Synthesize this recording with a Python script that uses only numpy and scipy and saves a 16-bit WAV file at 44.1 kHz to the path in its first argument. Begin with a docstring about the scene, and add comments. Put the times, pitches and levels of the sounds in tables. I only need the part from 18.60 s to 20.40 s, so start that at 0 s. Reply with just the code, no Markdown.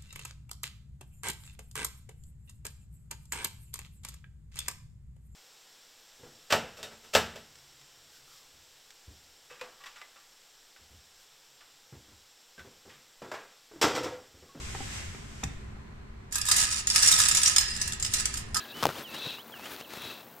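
"""A fly line rasps through the rod rings in three swishes as an angler casts on a lake bank.
The microphone is on his jacket: right against it, cloth rustles with each arm stroke and flaps once.
Off to the right a small bird whistles quick notes and slurs, echoing faintly from the trees.
Behind lie soft open air, a distant hum and a fast, very high ticking in the hiss."""
import sys
import numpy as np
from scipy import signal
from scipy.fft import rfft, irfft, next_fast_len
from scipy.io import wavfile
from scipy.ndimage import uniform_filter1d, map_coordinates

SR = 44100
rng = np.random.default_rng(int(sys.argv[2]) if len(sys.argv) > 2 else 0)


def wav_out(sig):
    """Save sig, one row per channel (or a flat mono array), as 16-bit PCM at SR to the path in sys.argv[1]."""
    wavfile.write(sys.argv[1], SR, np.round(np.clip(np.atleast_2d(sig).T, -1, 1) * 32767).astype(np.int16))


N = 79380


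def amp(db):
    """Decibels to gain."""
    return 10 ** (np.asarray(db) / 20)


def unit(x):
    """Scale to rms 1."""
    return x / np.sqrt(np.mean(x ** 2) + 1e-20)


def clock():
    """The time of every sample."""
    return np.arange(N) / SR


def along(points, hz):
    """(Hz, value) points on a log axis."""
    f, v = np.transpose(points)
    return np.interp(np.log(hz + 1), np.log(f + 1), v)


def curve(rows):
    """(s, value) points joined by lines."""
    return np.interp(clock(), *np.transpose(rows))


def wobble(rate):
    """A smooth random curve, rate knots a second."""
    return map_coordinates(rng.standard_normal(N), [clock() * rate], mode="mirror")


def filtered(x, response):
    """x times a response of frequency."""
    m = next_fast_len(N + SR // 2, True)
    return irfft(rfft(x, m) * response(np.fft.rfftfreq(m, 1 / SR)), m)[..., :N]


def coloured(x, spectrum, size=4096):
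    """Causal filter with the gain of the (Hz, dB) points."""
    cep = irfft(np.log(amp(along(spectrum, np.fft.rfftfreq(size, 1 / SR)))))
    cep[1:size // 2] *= 2
    cep[size // 2 + 1:] = 0
    return signal.fftconvolve(x, irfft(np.exp(rfft(cep))))[:N]


def noise(spectrum):
    """Coloured noise of rms 1."""
    return unit(coloured(rng.standard_normal(N), spectrum))


def resonance(f, hz, width_hz):
    """Response of one resonance."""
    return 1j * f * width_hz / (hz * hz - f * f + 1j * f * width_hz)


def swells(rows):
    """Bell-shaped envelopes from (s, dB, half length s) rows."""
    return sum(amp(db) * np.exp(-.5 * ((clock() - s) / half) ** 2) for s, db, half in rows)


def resonate(x, modes):
    """x through (frequency [Hz], width [Hz], gain [dB]) resonances, at rms 1."""
    return unit(filtered(x, lambda f: sum(amp(db) * resonance(f, hz, width) for hz, width, db in modes)))


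# the line running through the rings, close to the microphone (time [s], relative level [dB])
LINE_RUN = [(0, -37.5), (.012, -46), (.028, -52.5), (.065, -57), (.105, -46), (.125, -48), (.145, -96),
            (.48, -56.5), (.55, -44.5), (.6, -41), (.635, -37.5), (.725, -39.5), (.79, -51.5), (.83, -83),
            (1.28, -57), (1.385, -47), (1.495, -42), (1.56, -49.5), (1.61, -53), (1.66, -74), (1.8, -85)]
# resonances of the rasping line (frequency [Hz], width [Hz], gain [dB])
RASP_MODES = [(2660, 80, -4), (3450, 150, -16), (3900, 140, 0)]
# colour of the friction that drives them (frequency [Hz], gain [dB])
FRICTION_COLOUR = [(300, -34), (1500, -12), (2600, 1.5), (4100, -0.5), (5500, -1.5), (9000, -13),
                   (16000, -17)]
# colour of the broad rush at speed (frequency [Hz], gain [dB])
RUSH_COLOUR = [(1500, -27), (2400, -33), (2800, -5.5), (3500, 8), (4100, -3), (4500, -18), (6500, -31),
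               (16000, -70)]
# the taut line's lower ring after the first sharp pull (time [s], level [dB])
TAUT_RING = [(0, -45), (.05, -56), (.12, -56), (.16, -80)]
def fly_line(chatter_db=1.0, rush_growth=1.17, taut_hz=1665, taut_width_hz=53):
    """Friction in the rings drives resonances and broadens to a rush; the taut line rings at first."""
    run_db = curve(LINE_RUN)
    top_db = run_db.max()
    rasp = resonate(noise(FRICTION_COLOUR), RASP_MODES) * amp(run_db - 2.5)
    rush = noise(RUSH_COLOUR) * amp(top_db - 6 + rush_growth * (run_db - top_db))
    ring = resonate(rng.standard_normal(N), [(taut_hz, taut_width_hz, 0)]) * amp(curve(TAUT_RING))
    return (rasp + rush) * amp(chatter_db * wobble(140)) + ring


# arm strokes rubbing the jacket, right at the microphone (time [s], level [dB])
ARM_STROKES = [(0, -50), (.06, -52), (.14, -53), (.165, -43.5), (.22, -43), (.295, -40.5), (.335, -44.5),
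               (.39, -41), (.43, -47.5), (.465, -55), (.535, -43.5), (.56, -42), (.6, -47), (.665, -42.5),
               (.73, -47.5), (.79, -53.5), (.825, -57.5), (.9, -54), (.935, -56), (.965, -54.5),
               (1.072, -42), (1.1, -44.5), (1.13, -41.5), (1.16, -48.5), (1.21, -45), (1.245, -60),
               (1.3, -51), (1.337, -43.5), (1.355, -46.5), (1.43, -45.5), (1.5, -43.5), (1.56, -50),
               (1.66, -58), (1.8, -60)]
# colour of the sliding cloth (frequency [Hz], gain [dB])
CLOTH_COLOUR = [(30, -6), (70, -1.5), (150, -4.5), (300, 1.5), (600, -4), (1400, -1), (2100, -5),
                (4000, -7), (7000, -14), (10000, -18), (13000, -16), (16000, -23)]
def jacket_rustle(catches_per_s=1400, catch_share=.31, spread_db=3, flutter_db=1.3):
    """Cloth slides on cloth: smooth friction and many tiny catches."""
    catches = (rng.random(N) < catches_per_s / SR) * np.sign(rng.standard_normal(N))
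    catches *= amp(spread_db * rng.standard_normal(N))
    friction = np.sqrt(catch_share) * unit(catches) + np.sqrt(1 - catch_share) * rng.standard_normal(N)
    return unit(coloured(friction, CLOTH_COLOUR)) * amp(curve(ARM_STROKES) + flutter_db * wobble(69.68))


# colour of the air over the lake (frequency [Hz], gain [dB])
AIR_COLOUR = [(30, -9), (70, -16.5), (150, -6), (240, -6.5), (400, -4.5), (900, -6.5), (1400, -13.5),
              (2200, -20.5), (5000, -27), (11800, -24.5), (14600, -16.5), (15800, -17)]
# a hum far from the bank (frequency [Hz], width [Hz], gain [dB])
HUM_MODES = [(160, 7.4, -3), (227.6, 8.2, 8)]
def lake_air(air_db=-52.5, hum_db=-64):
    """Steady open air, with a faint hum in two narrow bands of noise."""
    hum = resonate(rng.standard_normal(N), HUM_MODES)
    return amp(air_db) * noise(AIR_COLOUR) + amp(hum_db) * hum


# resonance of the bird's throat (frequency [Hz], gain [dB])
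THROAT_GAIN = [(2200, -41), (2600, -7.5), (3100, -0.5), (3600, -8.5), (4500, -12), (5000, -11)]
def whistle(pitch, start, end, db, waver=.0065, fade_s=.0062):
    """One clean note, loudest where it meets the throat's resonance."""
    t = clock()
    gate = np.clip(np.minimum(t - start, end - t) / fade_s, 0, 1)
    phase = 2 * np.pi * np.cumsum(pitch * (1 + waver * wobble(400))) / SR
    return gate * amp(db + along(THROAT_GAIN, pitch)) * np.sqrt(2) * np.sin(phase)


# quick notes, off to the right (level before the throat [dB], points of (time [s], pitch [Hz]))
BIRD_NOTES = [ (-45.5, [(0, 3050), (.012, 3290), (.033, 4750), (.046, 3600), (.06, 2400)]),
              (-46.5, [(.12, 2480), (.148, 2980), (.167, 3020), (.2, 2980), (.213, 3130), (.228, 4300)]),
              (-49, [(.315, 3080), (.328, 3000), (.34, 2400)]), (-46, [(.346, 2260), (.36, 3180),
              (.373, 3620), (.388, 3540), (.402, 4800)]), (-50, [(1.185, 2480), (1.215, 2780),
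              (1.226, 3120), (1.237, 4450), (1.245, 3310), (1.255, 2780), (1.275, 2340)]), ]
# down-and-up slurs (start [s], length [s], lowest pitch [Hz], level before the throat [dB])
BIRD_SLURS = [(0.432, 0.17, 2620, -45), (0.676, .16, 2663, -47.5), (0.917, .178, 2550, -47.5)]
def bird(right_db=4, left_lead_s=.000024, echo_db=-16, echo_t60_s=.31):
    """A small bird whistles quick notes and three alike slurs; the trees return a faint echo."""
    t, song = clock(), np.zeros(N)
    for db, points in BIRD_NOTES:
        pitch = uniform_filter1d(curve(points), size=180)
        song += whistle(pitch, points[0][0], points[-1][0], db)
    for start, length, low_hz, db in BIRD_SLURS:
        progress = np.clip((t - start) / length, 0, 1)
        dip = 1.6 * (progress - .48) ** 2
        final_flick = .373 * progress ** 13.5
        song += whistle(low_hz * (1 + dip + final_flick), start, start + length, db)
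    # louder on the right, a touch earlier on the left
    pan = amp([[-right_db / 2], [right_db / 2]])
    direct = filtered(song, lambda hz: pan * np.exp(1j * np.pi * left_lead_s * np.outer([1, -1], hz)))
    tail = rng.standard_normal((2, N)) * np.exp(-np.log(1000) * t / echo_t60_s)
    echo = signal.fftconvolve(song[None], tail / np.linalg.norm(tail[0]), axes=1)[:, :N]
    return direct + amp(echo_db) * echo


# colour of the ticks in the background hiss (frequency [Hz], gain [dB])
TICK_COLOUR = [(100, -60), (9000, -45), (12500, -22), (13400, -6), (14500, 0), (16000, 0)]
def ticking(rate_hz=76, first_s=.0026, tick_db=-23, scatter_db=2, fizz_db=-50, fizz_decay_s=.0012):
    """Even, very high ticks, each inside a short fizz."""
    times = np.arange(first_s, (N - 1) / SR, 1 / rate_hz)
    strengths = amp(tick_db + scatter_db * rng.standard_normal(len(times)))
    ticks = np.bincount((times * SR).astype(int), strengths, N)
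    to_nearest_s = abs(((clock() - first_s) * rate_hz + .5) % 1 - .5) / rate_hz
    fizz = amp(fizz_db) * noise(TICK_COLOUR) * np.exp(-to_nearest_s / fizz_decay_s)
    return coloured(ticks, TICK_COLOUR) + fizz


# folds pressing on the microphone (time [s], level [dB], half length [s])
FOLD_BUMPS = [(.165, -48, 0.014), (.236, -32.5, 0.0055), (0.27, -41, .016), (0.293, -40, 0.01),
              (0.394, -47.5, .03), (0.671, -40.5, 0.0083), (1.458, -40.5, 0.0027), (1.48, -55.5, 0.05)]
# their dull colour (frequency [Hz], gain [dB])
BUMP_COLOUR = [(25, -22), (60, -20), (130, 3), (300, -2), (500, 0), (1000, -25), (3000, -48), (16000, -97)]
def cloth_bumps():
    """Folds of cloth push softly on the microphone in low puffs of noise."""
    return noise(BUMP_COLOUR) * swells(FOLD_BUMPS)


# the jacket striking the microphone
# (time [s], level [dB], thud pitch [Hz], thud t60 [s], crack offset [dB])
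JACKET_HITS = [(.227, -11, 1010, 0.0048, -5.5), (0.2316, -15.5, 1120, 0.012, 2.5),
               (.2348, -19, 1280, 0.015, -9), (0.2389, -15, 1170, 0.0086, 2), (0.2547, -4, 827, 0.0086, -6),
               (0.2617, -16, 640, 0.0076, -15), (.268, -11, 464, 0.007, -2), (0.29, -26, 1350, 0.014, 1),
               (0.2912, -13.5, 714, 0.0039, -12), (0.3023, -24, 1130, 0.0074, -16),
               (0.31, -32, 1400, 0.022, -13), (0.7853, -32, 1120, 0.0072, -11),
               (.8983, -30.5, 1040, 0.0032, -21), (0.9232, -37, 900, 0.0055, 0.5),
               (.9405, -33.5, 1640, 0.013, -17), (0.9959, -30, 970, 0.0084, -4.5),
               (1.0717, -39, 1420, 0.003, -8), (1.164, -46.5, 1200, 0.0036, 16.5),
               (1.204, -43, 1000, 0.0032, 13.5), (1.211, -29, 600, .006, 0), (1.3366, -26, 696, 0.004, 0),
               (1.3744, -27, 446, 0.0072, -19)]
# colour of the crack and scuff (frequency [Hz], gain [dB])
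CRACK_COLOUR = [(100, -50), (800, -14), (2200, 0.5), (3600, 6.5), (5500, 0.5), (7500, -6), (10000, -11),
                (12500, -6.5), (16000, -9)]
def jacket_knocks(attack_s=.00012, crack_boost_db=8, scuff_db=-18.5, scuff_s=.0013, size=2048):
    """Each contact with the microphone is a crack, a brief scuff and a dead thud."""
    thuds, cracks = np.zeros((2, N + size))
    t = np.arange(size) / SR
    for start, db, hz, t60, crack_db in JACKET_HITS:
        at = round(start * SR)
        envelope = (1 - np.exp(-t / attack_s)) * np.exp(-np.log(1000) * t / t60)
        thuds[at:at + size] += amp(db) * envelope * np.sin(2 * np.pi * hz * t)
        scuff = amp(scuff_db) * np.exp(-t / scuff_s) * rng.standard_normal(size)
        cracks[at:at + size] += amp(db + crack_db + crack_boost_db) * ((t == 0) + scuff)
    return thuds[:N] + coloured(cracks[:N], CRACK_COLOUR)


# the line catching, close by (time [s], pitch [Hz], level [dB], half length [s])
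LINE_CATCHES = [(0.429, 11800, -46, 0.0012), (.441, 11800, -48.5, 0.0023), (0.502, 11600, -55, .004)]
def line_squeaks():
    """The line catches for a moment and squeaks very high."""
    return sum(swells([(s, db, half)]) * np.sqrt(2) * np.sin(2 * np.pi * hz * clock())
               for s, hz, db, half in LINE_CATCHES)


# crisp moments in the cloth beside the microphone (time [s], level [dB], half length [s])
CRINKLES = [(.881, -44, 0.00083), (1.125, -45.5, 0.02), (1.336, -51, .003), (1.421, -37.5, 0.00095),
            (1.45, -55, .05)]
# their bright colour (frequency [Hz], gain [dB])
CRINKLE_COLOUR = [(300, -32), (3000, 8), (6000, -27), (9000, -7), (12500, 1), (16000, 3)]
def cloth_crinkles():
    """Stiff cloth gives short bright hisses."""
    return noise(CRINKLE_COLOUR) * swells(CRINKLES)


# close sounds sit a little left, with the hiss near 8.5 kHz almost centred
# (frequency [Hz], left over right [dB])
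LEFT_BALANCE = [(60, 3), (3500, 3), (6500, 3), (8500, 0.64), (15000, 2.5)]
def scene(low_cut_hz=80, overload=.55):
    """From the jacket: all but the bird passes a low cut and soft overload and sits a little left."""
    bank = fly_line() + jacket_rustle() + lake_air() + ticking()
    bank += cloth_bumps() + jacket_knocks() + line_squeaks() + cloth_crinkles()
    bank = signal.sosfilt(signal.butter(2, low_cut_hz, "highpass", fs=SR, output="sos"), bank)
    bank = bank / (1 + (bank / overload) ** 4) ** .25
    return filtered(bank, lambda hz: amp(np.outer([.5, -.5], along(LEFT_BALANCE, hz)))) + bird()


def record(dry, top_hz=15850):
    """Nothing is kept above the band limit."""
    return filtered(dry, lambda hz: hz < top_hz)


dry = scene()
out = record(dry)
wav_out(out)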